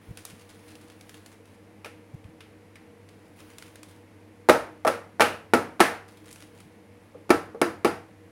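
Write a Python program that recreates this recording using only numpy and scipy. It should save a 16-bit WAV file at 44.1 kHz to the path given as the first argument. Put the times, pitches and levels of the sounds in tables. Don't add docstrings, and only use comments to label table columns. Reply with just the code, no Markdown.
import sys
import numpy as np
from scipy import signal
from scipy.fft import rfft, irfft
from scipy.io import wavfile

SR = 44100
rng = np.random.default_rng(int(sys.argv[2]) if len(sys.argv) > 2 else 0)


def to_wav(sig):
    pcm = np.clip(np.atleast_2d(sig), -1, 1) * 32767
    pcm = np.round(pcm).astype(np.int16)
    wavfile.write(sys.argv[1], SR, pcm.T)


N = 366471

# frequency in Hz, spectral level in dB.
CREASE_SPECTRUM = [(200, 0.5), (700, -3.5), (1500, 0), (2500, 0), (4500, -2.5), (7800, -3.5), (10000, -1.5),
                   (16000, -18)]


def amp(db):
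    return 10 ** (np.asarray(db) / 20)


def unit_rms(x):
    return x / np.sqrt(np.mean(x ** 2) + 1e-20)


def burst(x):
    return x / np.linalg.norm(x) * np.sqrt(.02 * SR)


def curve_at(points, hz):
    f, value = np.transpose(points)
    return np.interp(np.log(hz + 1), np.log(f + 1), value)


def add(mix, start_s, sound):
    part = mix[max(round(start_s * SR), 0):][:len(sound)]
    part += sound[:len(part)]


def colour(x, points, size=4096):
    log_gain = np.log(amp(curve_at(points, abs(np.fft.fftfreq(size, 1 / SR)))))
    taps = np.fft.ifft(np.exp(signal.hilbert(log_gain).conj())).real
    return signal.oaconvolve(x, taps[:size // 2])[:len(x)]


def dying_noise(t, t60):
    return rng.standard_normal(len(t)) * amp(-60 * t / t60)


def air_noise(level_db=-56):
    # frequency in Hz, spectral level in dB.
    spectrum = [(20, -18), (60, -17), (92, -13), (130, -13), (210, -3), (320, -14.5), (400, -12.5),
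                (500, -11), (700, -15.5), (960, -17.5), (1300, -23), (2100, -20.5), (3500, -31.5),
                (8000, -38.5), (10000, -34.5), (16000, -48)]
    gain = amp(curve_at(spectrum, np.fft.rfftfreq(N, 1 / SR)))
    return amp(level_db) * unit_rms(irfft(rfft(rng.standard_normal(N)) * gain, N))


def appliance_hum(motor_hz=100, motor_db=-59):
    # centre in Hz, half-width in Hz, rms level in dB.
    resonances = [(94.2, 6.6, -65), (233, 11, -73), (310.4, 15, -58.5), (447.6, 11, -66.5),
                  (478.5, 5.9, -62)]
    hz, t = np.fft.rfftfreq(N, 1 / SR), np.arange(N) / SR
    out = amp(motor_db) * unit_rms(np.sin(2 * np.pi * motor_hz * t))
    for centre, width, db in resonances:
        response = 1 / (1 + ((hz - centre) / width) ** 2)
        out += amp(db) * unit_rms(irfft(rfft(rng.standard_normal(N)) * response, N))
    return out


def slide_envelope(uneven_db=2, catch_s=0.05, rise_s=0.0067, fade_db_per_s=165):
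    # start in seconds, length in seconds, level in dB.
    slides = [(.01, 0.15, -57), (0.176, 0.5, -57), (0.625, 0.67, -56), (1.45, 0.056, -60.5),
              (3.068, 0.36, -67.5), (3.357, 0.39, -55.5), (3.828, 0.086, -57.5), (6.077, 0.56, -58.5),
              (7.01, 0.053, -63.5)]
    t, level = np.arange(N) / SR, np.zeros(N)
    for start, length, db in slides:
        rise = np.clip((t - start) / rise_s, 0, 1)
        level += rise * amp(db - fade_db_per_s * np.maximum(t - start - length, 0))
    catches = rng.standard_normal(512)
    return level * amp(uneven_db * np.interp(t / catch_s, np.arange(len(catches)), catches))


def crease_snap(hz, t60, fold_db=4):
    t = np.arange(SR // 16) / SR
    crack = colour(dying_noise(t, t60), CREASE_SPECTRUM)
    crack = colour(crack, [(hz / 1.1, 0), (hz, fold_db), (hz * 1.1, 0)])
    return crack / abs(crack).max()


def paper_rustle(hiss_db=-8, crinkle_db=5, spread_db=11, crinkle_t60=0.02, cluster_s=.02, clusters=190):
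    # frequency in Hz, spectral level in dB.
    hiss_spectrum = [(200, -11), (700, 2.5), (1500, 3), (2500, 0), (4500, -5.5), (7800, -12), (10000, -2),
                     (13000, -14), (16000, -7)]
    folds = [crease_snap(hz, crinkle_t60) for hz in np.geomspace(1500, 6000, 24)]
    crinkles = np.zeros(N)
    for when, strength, *lags in rng.random((clusters, 5)):
        gain = amp(crinkle_db + spread_db * strength ** 2)
        for lag in lags:
            add(crinkles, when * N / SR + cluster_s * lag, gain * folds[rng.integers(len(folds))])
    crinkles = colour(crinkles, [(2500, 1), (8000, -1.5)])
    envelope = slide_envelope()
    hiss = amp(hiss_db) * unit_rms(colour(rng.standard_normal(N), hiss_spectrum))
    return envelope * (crinkles + hiss)


def kitchen_response(t, delay_s=0.0018, build_s=0.0024):
    # frequency in Hz, t60 in seconds.
    decay_times = [(100, 0.74), (260, 0.21), (700, 0.44), (1840, 0.39), (4850, 0.33), (12800, 0.31)]
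    hz, frame_s, bands = signal.stft(rng.standard_normal(len(t)), SR, nperseg=256)
    fade = amp(-60 * frame_s / curve_at(decay_times, hz)[:, None])
    tail = signal.istft(bands * fade, SR, nperseg=256)[1][:len(t)]
    tail *= np.clip((t - delay_s) / build_s, 0, 1)
    return tail / np.linalg.norm(tail)


def hand_bumps(start_hz=85, end_hz=150, length_s=0.035):
    # start in seconds, level in dB.
    bumps = [(0.073, -38.5), (.091, -33.5), (.317, -44), (2.128, -35.5), (2.239, -40.5), (2.274, -46),
             (6.645, -45)]
    out, hz = np.zeros(N), np.linspace(start_hz, end_hz, round(length_s * SR))
    push = np.sin(2 * np.pi * np.cumsum(hz) / SR)
    for start, db in bumps:
        rub = colour(rng.standard_normal(len(hz)), [(40, 2), (180, 10), (280, -10), (600, -21), (2000, -42)])
        add(out, start, amp(db) * (push + 0.68 * unit_rms(rub)) * np.hanning(len(hz)) ** 2)
    return out


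def paper_ticks(gain_db=3, room_db=-5, t60=.018, fold_hz=(2200, 3930)):
    # start in seconds, level in dB, treble gain in dB.
    ticks = [(.173, -30, -1), (0.2518, -31, 3.5), (.754, -37, -3), (0.9002, -36.5, -7),
             (1.0104, -39.5, -0.5), (1.0942, -33, -1.5), (1.1432, -37.5, -6), (1.2613, -36.5, 0),
             (2.243, -39.5, -17), (3.089, -41.5, -8), (3.404, -38.5, -8), (3.5839, -35.5, 1.5),
             (3.624, -34.5, -5), (3.7567, -34, -6), (3.8315, -35.5, -1.5), (6.312, -41.5, 10),
             (6.328, -43, 10), (6.3593, -37.5, -3), (6.4235, -36, -5), (6.604, -42.5, -2.5)]
    out, t = np.zeros(N), np.arange(SR // 3) / SR
    for start, db, treble_db in ticks:
        crack = crease_snap(rng.uniform(*fold_hz), t60)
        echo = colour(kitchen_response(t), CREASE_SPECTRUM)
        tick = amp(room_db) * echo * np.linalg.norm(crack) / np.linalg.norm(echo)
        add(tick, 0, crack)
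        add(out, start, amp(gain_db + db) * colour(tick, [(2500, 0), (8000, treble_db)]))
    return out


def hard_blow(t, contact_s=0.0012):
    pulse = (1 - t / contact_s) * np.exp(-t / contact_s)
    return colour(pulse, [(40, -29), (140, -21), (330, 13.5), (1800, 1.5), (4000, 0.5), (16000, -16)])


def tin_modes(t, spot_db=1.5, grip_detune=.004):
    # frequency in Hz, level in dB, t60 in seconds.
    modes = [(192, -13, .12), (288, -5, .13), (324, -2, .11), (352, -3, .07), (488, -3, .1), (530, -7, .1),
             (625, -4, .1), (685, -8, .12), (940, -9, .09), (1110, -10, .1), (1206, -9, .11),
             (1373, -9, .14), (1778, -11, .13), (2290, -11, .05), (2670, -20, .12), (240, -10, .22),
             (474, -6, .32), (828, -7, .17), (1318, -8, .25), (4870, -31, .2)]
    hz, db, t60 = np.transpose(modes)[:, :, None]
    sign = (-1) ** np.arange(len(modes))[:, None]
    spot, grip = rng.standard_normal((2, len(modes), 1))
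    envelopes = amp(db + spot_db * spot - 60 * t / t60)
    tuned_hz = hz * (1 + grip_detune * grip)
    return (sign * envelopes * np.cos(2 * np.pi * tuned_hz * t)).sum(0)


def ring(t, modes):
    return sum(amp(db - 60 * t / t60) * np.sin(2 * np.pi * hz * t) for hz, db, t60 in modes)


def landing(knock, thud_db, hardness_db):
    clang_db, tick_db = 0.29 * hardness_db, 0.79 * hardness_db
    return colour(knock, [(320, thud_db), (520, 0.013), (1200, clang_db), (2800, hardness_db), (6500, tick_db)])


def tin_knocks(modes_db=-2, clatter_db=-3, room_db=-5, blow_db=-6, panel_db=6, sheet_t60=0.042, loose_s=7):
    # start in seconds, level in dB, thud of the bottom in dB,
    # hardness in dB, resonance of the struck panel in Hz.
    contacts = [(1.846, -48.5, 0, 15.5, 2480), (1.859, -47, -2, 11.5, 560), (2.4062, -58.5, -5, 20.5, 3170),
                (2.7563, -65.5, -10, 24.5, 1950), (4.4878, -12, -7.5, -6.5, 845),
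                (4.4955, -13.5, -0.5, 3, 604), (4.8493, -19, -21.5, -13.5, 644),
                (4.8683, -25.5, 0, 1.5, 1200), (4.876, -19.5, -6, 2, 540), (5.1969, -17, -12.5, -12.5, 564),
                (5.2058, -20.5, 3, 7.5, 600), (5.2071, -22, -4, 13, 2800), (5.219, -19, -9.5, 3.5, 1260),
                (5.536, -13.5, -1.5, -2, 246), (5.548, -20.5, -10, -7.5, 460), (5.796, -28.5, -8, -3, 1400),
                (5.8036, -15.5, -3, 6, 800), (5.809, -18, -1, 7.5, 1770), (7.146, -42, -4, -43, 494),
                (7.294, -35, 4, -2, 453), (7.3043, -13.5, -2, -1, 314), (7.547, -37.5, -6, -25, 460),
                (7.6155, -17, -1, -0.5, 326), (7.847, -21.5, 3, 5, 344), (7.854, -22.5, -0.5, -8.5, 820)]
    # frequency in Hz, spectral level in dB.
    sheet_spectrum = [(25, -36.5), (60, -9.5), (115, -6.5), (200, 1), (330, 10), (600, 3.5), (1000, -0.5),
                      (1400, 1.5), (2400, -6.5), (3300, -14.5), (5300, -16), (7800, -22), (9800, -16.5),
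                      (16000, -33)]
    # frequency in Hz, level in dB, t60 in seconds.
    boom_modes = [(96.3, -29, .6)]
    rim_modes = [(2230, -14.5, 0.059), (2730, -19, 0.13), (4860, -28, 0.29), (5050, -34, 0.25),
                 (5400, -26, 0.17)]
    out, t = np.zeros(N), np.arange(SR // 2) / SR
    blow = amp(blow_db) * burst(hard_blow(t))
    for start, level_db, thud_db, hardness_db, panel_hz in contacts:
        body = amp(modes_db) * burst(tin_modes(t))
        clatter = amp(clatter_db) * burst(colour(dying_noise(t, sheet_t60), sheet_spectrum))
        echo = amp(room_db) * burst(colour(kitchen_response(t), sheet_spectrum))
        knock = body + clatter + echo - blow + ring(t, boom_modes)
        if start > loose_s:
            knock += ring(t, rim_modes)
        panel = [(panel_hz / 1.26, 0), (panel_hz, panel_db), (panel_hz * 1.32, 0)]
        add(out, start, amp(level_db) * colour(landing(knock, thud_db, hardness_db), panel))
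    return out


def scene(rustle_room_db=-3):
    rustle = paper_rustle()
    room = kitchen_response(np.arange(SR // 2) / SR)
    echo = amp(rustle_room_db) * signal.oaconvolve(rustle, room)[:N]
    return (tin_knocks() + paper_ticks() + rustle + echo + hand_bumps() + air_noise() + appliance_hum())[None]


def record(dry, low_hz=24, high_hz=16250):
    thin = signal.sosfilt(signal.butter(2, low_hz, "high", fs=SR, output="sos"), dry)
    rounded = thin / (1 + thin ** 6) ** (1 / 6)
    lowpass = signal.firwin(255, high_hz, window=("kaiser", 8), fs=SR)
    return signal.oaconvolve(rounded, lowpass[None], "same", axes=1)


dry = scene()
out = record(dry)
to_wav(out)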